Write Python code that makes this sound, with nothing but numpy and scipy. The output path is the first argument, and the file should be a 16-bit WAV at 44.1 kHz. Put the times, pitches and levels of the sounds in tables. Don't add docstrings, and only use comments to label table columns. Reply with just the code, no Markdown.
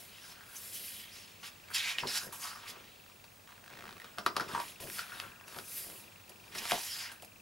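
import sys
import numpy as np
from scipy import signal
from scipy.fft import rfft, irfft, next_fast_len
from scipy.io import wavfile
from scipy.ndimage import uniform_filter1d, map_coordinates

SR = 44100
rng = np.random.default_rng(int(sys.argv[2]) if len(sys.argv) > 2 else 0)


def ratio_of_db(decibels):
    return 10 ** (np.asarray(decibels, float) / 20)


def output_pcm(signal):
    pcm = np.clip(np.atleast_2d(signal).T, -1, 1) * 32767
    wavfile.write(sys.argv[1], SR, np.round(pcm).astype(np.int16))


N = 326937

# peak_s, level_db, swell_s, fade_s
HAND_GLIDES = [
    (0, -55, 0.011, 0.17),
    (.65, -50, 0.23, 0.23),
    (.75, -45.5, 0.06, 0.13),
    (.855, -50, .08, 0.22),
    (1.0, -53.5, 0.56, 0.11),
    (4.805, -51.5, 0.0043, .4),
    (4.95, -47, 0.12, 0.11),
    (5.778, -45, 0.21, 0.22),
    (6.0, -57, .3, 0.082),
]
# peak_s, level_db, swell_s, fade_s
FINGER_BRUSHES = [(.31, -60, 0.24, 0.056), (.568, -48, 0.045, 0.061), (1.705, -55, .005, 0.07),
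                  (2.265, -49, 0.18, 0.022), (2.326, -46.5, 0.0031, 0.12), (2.44, -49, 0.13, 0.058),
                  (2.695, -52, .03, .03), (4.7, -54.5, 0.24, 0.061), (5.209, -56.5, 0.34, 0.13),
                  (5.59, -53, 0.13, .06), (6.296, -50.5, .004, 0.013), (6.551, -52.5, .005, 0.24),
                  (6.87, -45.5, 0.31, 0.2), (7.117, -53.5, 0.004, 0.057), (7.223, -52.5, 0.0044, 0.027),
                  (7.249, -54, .004, .02), (2.402, -51, .004, .1), (4.602, -54, .004, 0.18),
                  (5.482, -53, .006, .01), (6.63, -51, .006, .2), (6.695, -42, .01, .1)]
# peak_s, level_db, swell_s, fade_s
NAIL_SCRAPES = [(.31, -56, 0.28, 0.073), (1.142, -53.5, 0.069, 0.22), (1.47, -48.5, 0.062, 0.041),
                (1.748, -34, 0.015, 0.079), (1.9, -45, 0.17, .08), (1.987, -52, 0.009, 0.11),
                (2.075, -42, 0.0064, 0.19), (2.18, -35, 0.11, 0.02), (2.2, -46.5, .02, .1),
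                (2.44, -45, 0.056, 0.19), (2.695, -47.5, 0.047, 0.046), (4.42, -57, .01, 0.079),
                (4.487, -52, 0.0051, 0.31), (4.992, -48, 0.12, 0.08), (5.476, -57.5, .02, 0.26),
                (6.59, -43, 0.046, 0.024), (6.707, -43.5, 0.15, 0.33), (7.03, -46.5, 0.51, 0.071)]
# peak_s, level_db, swell_s, fade_s
EDGE_DRAGS = [(.124, -58.5, 0.5, 0.84), (.55, -61, .25, 0.17), (1.0, -51.5, 0.73, 0.25),
              (1.2, -59, 0.6, 0.81), (1.433, -47, 0.005, 0.11), (1.766, -34, 0.035, 0.19),
              (1.89, -37, 0.17, 0.093), (1.987, -37.5, 0.0089, 0.047), (2.18, -40.5, 0.12, 0.03),
              (2.326, -51.5, .005, 0.099), (2.44, -50, 0.035, 0.18), (2.695, -49.5, 0.14, 0.05),
              (2.76, -57.5, .1, 0.54), (3.475, -62, .005, .16), (3.75, -62.5, 0.12, 0.97),
              (4.042, -57, .005, 0.17), (4.551, -49.5, 0.22, 0.29), (4.7, -53, 0.27, 0.026),
              (4.803, -53, 0.0045, 0.17), (4.999, -49.5, 0.086, 0.092), (5.209, -50.5, 0.43, 0.15),
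              (5.48, -60.5, .02, 0.57), (5.778, -56, 0.18, 0.58), (6.523, -50, .004, .1),
              (6.551, -45.5, 0.01, 0.2), (6.585, -43, .006, .04), (6.635, -47, .01, .2),
              (6.707, -38.5, 0.059, 0.18), (7.06, -48, 0.61, 0.11)]
# skin_db, gloss_db, nail_db, edge_db
STROKE_MIX = [(0, -2.5, -8, -12), (-0.5, -7.5, -10, -19), (-4.5, -17, -0.5, -5), (-17.5, -28, -21, -1)]
# peak_s, level_db, swell_s, fade_s, resonance_hz
BENDS = [(.3, -59.5, 0.27, 0.53, 1480), (.55, -61.5, 0.27, 0.25, 1500), (1.429, -51.5, .006, 0.11, 1150),
         (1.704, -48.5, .004, 0.056, 1500), (1.89, -47, 0.21, 0.19, 1780), (2.036, -39, .015, 0.035, 900),
         (2.11, -47, .1, .1, 1750), (2.165, -41, 0.04, 0.06, 1550), (2.22, -49, .05, 0.11, 1450),
         (2.4, -56, .01, .08, 1050), (2.328, -50, 0.004, 0.13, 1010), (2.45, -47.5, 0.047, 0.3, 1290),
         (2.75, -59, 0.41, 0.16, 1200), (3.482, -67.5, .02, .6, 1130), (3.796, -68, 0.25, 1.2, 1320),
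         (4.06, -63, .5, .3, 1440), (4.51, -46, .06, .1, 1150), (4.553, -41.5, 0.03, 0.05, 1030),
         (4.595, -43, .05, .08, 1020), (4.803, -61, 0.0017, 0.12, 864), (4.979, -55, 0.089, 1, 1470),
         (5.26, -53.5, 0.63, 0.035, 1330), (5.582, -56.5, 0.17, 0.06, 1200), (5.88, -66, 0.34, 1, 970),
         (6.7, -48, 0.24, .05, 884), (6.725, -46.5, .02, 0.17, 744), (7.06, -51.5, 0.26, 0.16, 1700)]
# peak_s, level_db, swell_s, fade_s
AIR_PUSHES = [(0, -61, .01, 0.12), (.726, -62, 0.16, 0.33), (2.036, -39.5, 0.015, 0.08),
              (2.27, -53, 0.073, 0.12), (.3, -63.5, 0.11, 0.11), (4.185, -51, .01, .06),
              (4.265, -50, .01, 0.074), (2.756, -60.5, 0.28, 0.33), (3.796, -56.5, 0.21, 0.46),
              (4.558, -51, 0.26, 0.18), (4.803, -52.5, .005, 0.26), (5.269, -61, 0.71, 0.074),
              (5.582, -55.5, 0.18, 0.066), (5.88, -58.5, 0.34, 0.28), (6.6, -56, 0.17, 0.19),
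              (6.723, -40, 0.008, 0.06), (4.85, -54, .06, .12), (6.56, -54, .02, .08)]
# peak_s, level_db, swell_s, fade_s, pitch_hz
AIR_WHISTLES = [(.567, -44, .015, .012, 6200), (.755, -57, .04, .08, 5700), (.76, -55, 0.056, 0.27, 3050),
                (.86, -49, 0.22, .2, 11600), (.87, -56, 0.11, 0.089, 4700), (1.03, -56, 0.26, .08, 3100),
                (1.79, -45, 0.054, .08, 3170), (1.88, -39.5, .15, 0.13, 2340), (1.87, -50, .1, .12, 7100),
                (1.87, -50, .1, .1, 4150), (2.01, -47, .03, .05, 5100), (2.09, -40, .03, 0.094, 5000),
                (2.41, -51, .012, .08, 6700), (4.59, -55, .12, .015, 8400), (4.19, -54, .006, .08, 5300),
                (4.27, -50, .006, .08, 5000), (4.41, -52, .012, .07, 5200), (2.13, -46, .08, .06, 4200),
                (2.165, -47, .04, .03, 5200), (1.765, -45, .02, .06, 6500), (4.99, -45, .015, .025, 4300),
                (5.125, -50, .03, .06, 1450), (.16, -59, .1, .06, 3100), (6.59, -45, .012, .012, 2500),
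                (5.78, -44, .1, .12, 12200), (5.95, -58, .15, .15, 11200), (6.56, -52, 0.044, .06, 1880),
                (6.93, -47, .12, .1, 4960), (6.93, -53, .15, 0.18, 3150), (7.03, -47, .1, .08, 4900),
                (7.06, -52, .08, 0.072, 2000)]
STROKE_DB = 20
ROUND_SKIN, ROUND_PAPER, ROUND_BEND = 1.33, 1.226, 1.15

# start_s, peak_db, ring_hz, crack_db
SNAPS = [(1.703, -41, 1420, -15), (2.034, -32, 950, -25), (4.1772, -36, 1300, -12), (3.242, -47.5, 940, 7),
         (3.927, -45, 1050, 4), (4.044, -36.5, 1320, -3), (4.184, -23.5, 1310, -2),
         (4.263, -14, 1240, -6.5), (4.358, -34, 1080, -12), (4.366, -15, 1130, -8),
         (4.398, -19, 1270, -8.5), (4.408, -24.5, 1370, -6.5), (5.587, -34.5, 1380, 1.5),
         (7.117, -40, 1480, -1)]
# start_s, peak_db, ring_hz, crack_db
POPS = [(.408, -37, 1400, -14), (1.984, -13.5, 2660, -39), (2.071, -21.5, 4100, -26),
        (2.326, -34.5, 990, -17), (4.549, -19.5, 984, -15.5), (4.578, -28, 1160, -24),
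        (4.601, -26.5, 990, -7), (4.802, -46, 980, 7), (4.985, -27, 1670, -10), (4.992, -26, 1390, -8),
        (6.654, -34, 2360, 3), (6.733, -27, 700, -20), (6.761, -35, 780, -20), (6.78, -37, 740, -20)]
# start_s, peak_db, ring_hz, crack_db
SLAPS = [
    (5.563, -36, 1270, -1.5),
    (6.295, -42.5, 800, 0),
    (6.551, -37, 1820, 0),
    (6.74, -30, 780, -12),
    (7.223, -41.5, 2500, -1.5),
]
# start_s, peak_db, ring_hz, crack_db
SLIPS = [(5.9, -34, 4600, -4), (6.7108, -16, 2180, -16), (7.2477, -42.5, 2500, 3.5), (4.9, -36, 1900, 3),
         (7.231, -45, 700, -8), (6.719, -13, 740, -6), (6.7195, -22, 3200, -30), (5.2, -28, 2500, 3),
         (.184, -44, 2600, -6), (6.584, -34, 5500, 0), (1.985, -23, 2000, -30), (3.679, -41, 1700, 0),
         (4, -36.5, 1900, -5), (4.018, -38, 1800, -5), (3.909, -36, 1700, -6)]
# thump_db, settle_s (time to fall 60 dB)
SETTLING = [(-19, 0.12), (-36, 0.15), (-13, 0.15), (-41, 0.02)]
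# start_s, peak_db
FIBRE_TICKS = [(0.323, -38), (1.163, -40), (1.686, -38), (2.843, -39), (3.063, -43), (3.099, -42),
               (3.475, -41), (3.491, -41), (3.507, -40), (3.521, -41), (3.526, -41), (3.579, -40),
               (3.564, -43), (3.641, -40), (3.968, -35.5), (4.873, -33), (5.171, -38), (5.411, -39),
               (5.481, -38), (5.525, -35), (5.546, -35), (6.523, -39), (7.095, -37), (7.121, -38),
               (6.629, -36)]
# start_s, peak_db
THUMB_SLIPS = [(3.6613, -38), (3.697, -40), (3.7018, -34), (3.7088, -42), (3.7123, -39), (3.7215, -40),
               (3.7273, -36), (3.7338, -39), (3.7385, -37), (3.7494, -39), (3.7533, -37), (3.7693, -40),
               (3.7726, -34), (3.7888, -36), (3.7919, -33), (3.7954, -40), (3.8077, -33), (3.8132, -42),
               (3.8202, -38), (3.8234, -35), (3.8336, -43), (3.8405, -33), (3.8548, -32.5), (3.8632, -41),
               (3.8676, -36), (3.8764, -42), (3.8798, -34), (3.8915, -32), (3.8947, -41), (3.9166, -41),
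               (3.9802, -37)]
BREAK_S = .0025
RING_SHARP, WHISTLE_SHARP = 3.66, 6.1

# pitch_hz, level_db
SKIN_COLOUR = [(200, -45), (4000, -15), (6000, -7.5), (8500, -3), (10200, 1), (11800, 1), (13500, -15),
               (15800, -20)]
# pitch_hz, level_db
GLOSS_COLOUR = [(200, -45), (9000, -18), (11500, -4), (13000, 0.5), (15000, -6), (15850, -6)]
# pitch_hz, level_db
NAIL_COLOUR = [(2800, -30), (3900, -9), (4500, -6), (5000, 0), (5600, -5), (7200, -9), (9000, -22),
               (15000, -45)]
# pitch_hz, level_db
EDGE_COLOUR = [(150, -55), (1000, -20.5), (1900, -4.5), (2400, -3), (3100, -2), (3800, -4.5), (6000, -14.5),
               (15000, -35)]
# pitch_hz, level_db
SHEET_COLOUR = [(350, -40), (600, -24), (900, -14), (1700, -14), (2300, -26), (4000, -46)]
# pitch_hz, level_db
AIR_COLOUR = [(40, -60), (90, -25), (170, 0), (350, -3), (600, 2), (1000, -18), (2000, -51)]
# pitch_hz, level_db
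CRACK_COLOUR = [(300, -29.5), (800, -1), (1500, -1.5), (3000, -2), (4700, -1), (7500, -15), (11500, -10),
                (16000, -34.5)]
# pitch_hz, level_db
FIBRE_COLOUR = [(300, -27), (800, -1), (1600, 2.5), (3000, -4), (4500, -9), (7000, -16.5), (14000, -20.5)]

# first_step_s, last_step_s, level_db
FOCUS_RUNS = [
    (0.036, .75, -54),
    (0.757, 1.65, -51.5),
    (1.6775, 3.34, -52),
    (3.394, 4.4, -56.5),
    (4.4375, 5.5, -47.5),
    (5.5175, 7.41, -50),
]
# pitch_hz, level_db, decay_s (time to fall 60 dB)
LENS_RINGS = [(2440, -1, 0.039), (2670, 7, 0.016), (3150, -8, .007)]
# pitch_hz, level_db (per Hz)
HISS_COLOUR = [(20, -25), (40, 0), (70, -3), (98, 8.5), (125, -1), (200, 1.5), (300, -4), (500, -3),
               (1000, -5), (2000, -7.5), (4000, -10.5), (8000, -13), (12500, -15.5), (15300, -16.5)]
# pitch_hz, likeness (1 = the same)
HISS_LIKENESS = [(60, 0.82), (180, 0.94), (550, 0.33), (1650, 0.15), (4970, 0.69), (15000, 0.87)]
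# pitch_hz, decay_s (time to fall 60 dB)
ROOM_DECAY = [(200, 0.19), (1000, 0.22), (4000, 0.13), (12000, 0.058)]
# time_s, left_minus_right_db
HAND_PLACE = [(0.0, 0), (1.86, -2), (2.97, -1), (4.722, -1.5), (4.87, -0.5), (5.22, 0.5), (6.69, -2),
              (7.41, -0.5)]
# pitch_hz, lead_radians
PORT_LEAD = [(0, 0), (340, 0.25), (1120, 0.55), (2410, 0.55), (4130, 0.33), (4480, 0.13), (6460, 0.39),
             (16500, 0.33)]
# pitch_hz, left_minus_right_db
PORT_LEAN = [(40, 2), (250, 5.5), (1000, 4), (2500, 1), (12000, 0.5)]
# pitch_hz, side_db
PORT_WIDTH = [(30, -10), (150, 0.5), (1000, 1.5), (5000, 0.5), (10000, -3.5), (14000, -5.5)]


def rubbing():
    kinds = [(HAND_GLIDES, ROUND_SKIN), (FINGER_BRUSHES, ROUND_SKIN),
             (NAIL_SCRAPES, ROUND_PAPER), (EDGE_DRAGS, ROUND_PAPER)]
    effort = [swells(rows, roundness).sum(0) for rows, roundness in kinds]
    powers = ratio_of_db(STROKE_MIX).T ** 2 @ effort
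    skin, gloss, nail, edge = (sampled(np.sqrt(power)) for power in powers)
    skin = skin * friction(SKIN_COLOUR, grit_db=.8, patchy_db=1.3)
    gloss = gloss * friction(GLOSS_COLOUR, grit_db=.3, patchy_db=1.2)
    nail = nail * friction(NAIL_COLOUR, grit_db=1.5, patchy_db=3.5)
    edge = edge * friction(EDGE_COLOUR, grit_db=1.87, patchy_db=2.0)
    return skin + gloss + nail + edge


def creaks():
    bends = swells(BENDS, ROUND_BEND) + 1e-30
    sheet_hz = sampled(np.transpose(BENDS)[4] @ bends / bends.sum(0))
    rough = friction(SHEET_COLOUR, grit_db=2.5, patchy_db=0.0, centre_hz=sheet_hz, lift_db=7.5, width=.13)
    return sampled(np.sqrt(bends.sum(0))) * rough


def air_pushes():
    push = sampled(np.sqrt(swells(AIR_PUSHES, ROUND_BEND).sum(0)))
    return push * friction(AIR_COLOUR, grit_db=3.0, patchy_db=-3.0)


def snaps():
    out, t = np.zeros(N + SR), np.arange(SR // 6) / SR
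    click = causal(CRACK_COLOUR)
    at_break = round(BREAK_S * SR)
    impulse = np.zeros(len(t))
    impulse[at_break] = 1
    blow = np.where(t < BREAK_S, ratio_of_db(-22 * (1 - t / BREAK_S)), ratio_of_db(-60 * (t - BREAK_S) / 0.0036))
    for table, (thump_db, settle_s) in zip([SNAPS, POPS, SLAPS, SLIPS], SETTLING):
        settle = ratio_of_db(-60 * t / settle_s) * (t > BREAK_S)
        for start_s, peak_db, ring_hz, crack_db in table:
            jolt, shake, puff = rng.standard_normal((3, len(t)))
            jolt[at_break] = -3.5
            clean_ring = ringing(ringing(impulse, ring_hz, RING_SHARP), ring_hz, 1.2)
            shaking = shake * (blow + ratio_of_db(-7) * settle)
            rough_ring = ringing(ringing(shaking, ring_hz, RING_SHARP), ring_hz, RING_SHARP)
            ring = ratio_of_db(-6.5) * rough_ring - clean_ring
            crack = signal.fftconvolve(jolt * (blow + ratio_of_db(-6.5) * settle ** 1.35), click)[:len(t)]
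            crack = crack / np.abs(crack).max()
            thump = ringing(ringing(puff * settle, 120, 0.48), 615, 1.0)
            snap = 0.66 * ring + ratio_of_db(crack_db + 2.0) * crack + ratio_of_db(thump_db + 5.5) * thump
            out[round((start_s - .002) * SR):][:len(t)] += ratio_of_db(peak_db) * snap
    return out[:N]


def ticks():
    out, t = np.zeros(N), np.arange(200) / SR
    for start_s, peak_db in [*FIBRE_TICKS, *THUMB_SLIPS]:
        burst = 0.2 * rng.standard_normal(len(t)) * ratio_of_db(-60 * t / 0.012)
        burst[0] = 1
        out[round(start_s * SR):][:len(t)] += ratio_of_db(peak_db - 3.5) * burst
    return signal.fftconvolve(out, causal(FIBRE_COLOUR))[:N]


def air_whistles():
    slips = rng.standard_normal(N) * ratio_of_db(1.5 * (wobble(900) + wobble(90)))
    out = np.zeros(N)
    for k, (power, row) in enumerate(zip(swells(AIR_WHISTLES, ROUND_PAPER), AIR_WHISTLES)):
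        pitch_hz = row[4]
        own_slips = np.roll(slips, 9001 * k)
        tone = ringing(ringing(own_slips, pitch_hz, WHISTLE_SHARP), pitch_hz, WHISTLE_SHARP)
        out += sampled(np.sqrt(power)) * unit(tone)
    return out


def focus_motor():
    steps_per_s = 25
    out, t = np.zeros(N + SR), np.arange(SR // steps_per_s) / SR
    onset = 1 - np.exp(-(t / 0.0017) ** 2)
    chance = rng.standard_normal((200, 3, 2))
    for first_s, last_s, run_db in FOCUS_RUNS:
        for k, step_s in enumerate(np.arange(first_s, last_s, 1 / steps_per_s)):
            for j, (pitch_hz, level_db, decay_s) in enumerate(LENS_RINGS):
                louder, higher = chance[int(step_s * steps_per_s + .5), j]
                step_db = level_db + 1.1 * louder + 0.89 * (j > 0) * (-1) ** k
                tone = np.sin(2 * np.pi * pitch_hz * (1 + 0.0068 * higher) * t)
                ring = ratio_of_db(step_db - 60 * t / decay_s) * tone
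                out[round(step_s * SR):][:len(t)] += ratio_of_db(run_db) * ring * onset
    return out[:N] * sides(6.1)[:, None]


def room(x):
    hz, t, z = signal.stft(rng.standard_normal((2, SR // 3)), SR, nperseg=256)
    fading = z * ratio_of_db(-60 * t / along(ROOM_DECAY, hz)[:, None])
    a, b = signal.istft(fading, SR, nperseg=256)[1]
    tail = np.array([a + 0.58 * b, a - 0.48 * b]) / np.linalg.norm(a)
    late = np.pad(x, ((0, 0), (150, 0)))
    return signal.fftconvolve(late, tail, axes=1)[:, :N]


def hiss():
    def colour(hz):
        turn = np.arccos(np.clip(along(HISS_LIKENESS, hz), -1, 1)) / 2
        return ratio_of_db(along(HISS_COLOUR, hz)) * [np.cos(turn), np.sin(turn)]

    mid, side = filtered(rng.standard_normal((2, N)), colour)
    return ratio_of_db(-58 + 0.45 * wobble(1.63)) * unit(np.array([mid + side, mid - side]))


def camera_whistle():
    t = np.arange(N) / SR
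    beat = 1 + 0.44 * np.cos(2 * np.pi * 50 * t) + 0.22 * wobble(60)
    return ratio_of_db(-64.0) * beat * np.sin(2 * np.pi * 15625 * t)


def friction(colour, grit_db, patchy_db, centre_hz=None, lift_db=0, width=.2):
    slips = rng.standard_normal(N) * ratio_of_db(grit_db * np.clip(wobble(900) + wobble(120), -4, 2.4))
    hz, t, z = signal.stft(slips, SR, nperseg=256)
    patches = uniform_filter1d(rng.standard_normal(z.shape), size=3, axis=0)
    patches = uniform_filter1d(patches, size=14, axis=1)
    gain = ratio_of_db(along(colour, hz)[:, None] + patchy_db * unit(patches))
    if centre_hz is not None:
        off = np.log((hz[:, None] + 1) / np.interp(t, np.arange(N) / SR, centre_hz))
        gain = gain * ratio_of_db(lift_db * np.exp(-.5 * (off / width) ** 2))
    gain = gain / np.sqrt(np.mean(gain ** 2, axis=0))
    return unit(signal.istft(z * gain, SR, nperseg=256)[1][:N])


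def swells(rows, roundness):
    peak_s, level_db, swell_s, fade_s = np.transpose(rows)[:4, :, None]
    late = np.arange(0, N / SR, 1 / 2000) - peak_s
    distance = np.where(late < 0, -late / swell_s, late / fade_s)
    return ratio_of_db(level_db - STROKE_DB * distance ** roundness) ** 2


def ringing(burst, hz, sharp):
    r = np.exp(-np.pi * hz / sharp / SR)
    y = signal.lfilter([1, 0, -1], [1, -2 * r * np.cos(2 * np.pi * hz / SR), r * r], burst)
    return y / np.abs(y).max()


def causal(colour, size=1024):
    c = irfft(np.log(ratio_of_db(along(colour, np.fft.rfftfreq(size, 1 / SR)))))
    c[1:size // 2] *= 2
    c[size // 2 + 1:] = 0
    h = irfft(np.exp(rfft(c)))
    return h / np.abs(h).max()


def filtered(x, response):
    m = next_fast_len(N + SR // 2)
    return irfft(rfft(x, m) * response(np.fft.rfftfreq(m, 1 / SR)), m)[..., :N]


def wobble(rate):
    points = rng.standard_normal(int(N * rate / SR) + 4)
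    return map_coordinates(points, [np.arange(N) * rate / SR], order=1)


def sampled(slow):
    return np.interp(np.linspace(0, len(slow), N), np.arange(len(slow)), slow)


def along(points, hz):
    f, v = np.transpose(points)
    return np.interp(np.log(hz + 1), np.log(f + 1), v)


def sides(pan_db):
    return ratio_of_db(np.multiply.outer([.5, -.5], pan_db))


def unit(x):
    return x / np.sqrt(np.mean(x ** 2) + 1e-20)


def scene():
    book = rubbing() + creaks() + air_pushes() + snaps() + ticks() + air_whistles()
    book = book * sides(np.interp(np.arange(N) / SR, *np.transpose(HAND_PLACE)))

    def ports(hz):
        lead = np.multiply.outer([.5, -.5], along(PORT_LEAD, hz))
        return sides(along(PORT_LEAN, hz)) * np.exp(1j * lead)

    direct = filtered(book, ports)
    return direct + ratio_of_db(-11) * room(book) + focus_motor() + hiss() + camera_whistle()


def low_pass(x):
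    return signal.sosfilt(signal.butter(12, 16950, fs=SR, output="sos"), x)


def record(dry):
    top_hz = 15880
    mid = filtered((dry[0] + dry[1]) / 2, lambda hz: hz < top_hz)
    side = filtered((dry[0] - dry[1]) / 2, lambda hz: ratio_of_db(along(PORT_WIDTH, hz)) * (hz < top_hz))
    return low_pass(np.array([mid + side, mid - side]))


dry = scene()
out = record(dry)
output_pcm(out)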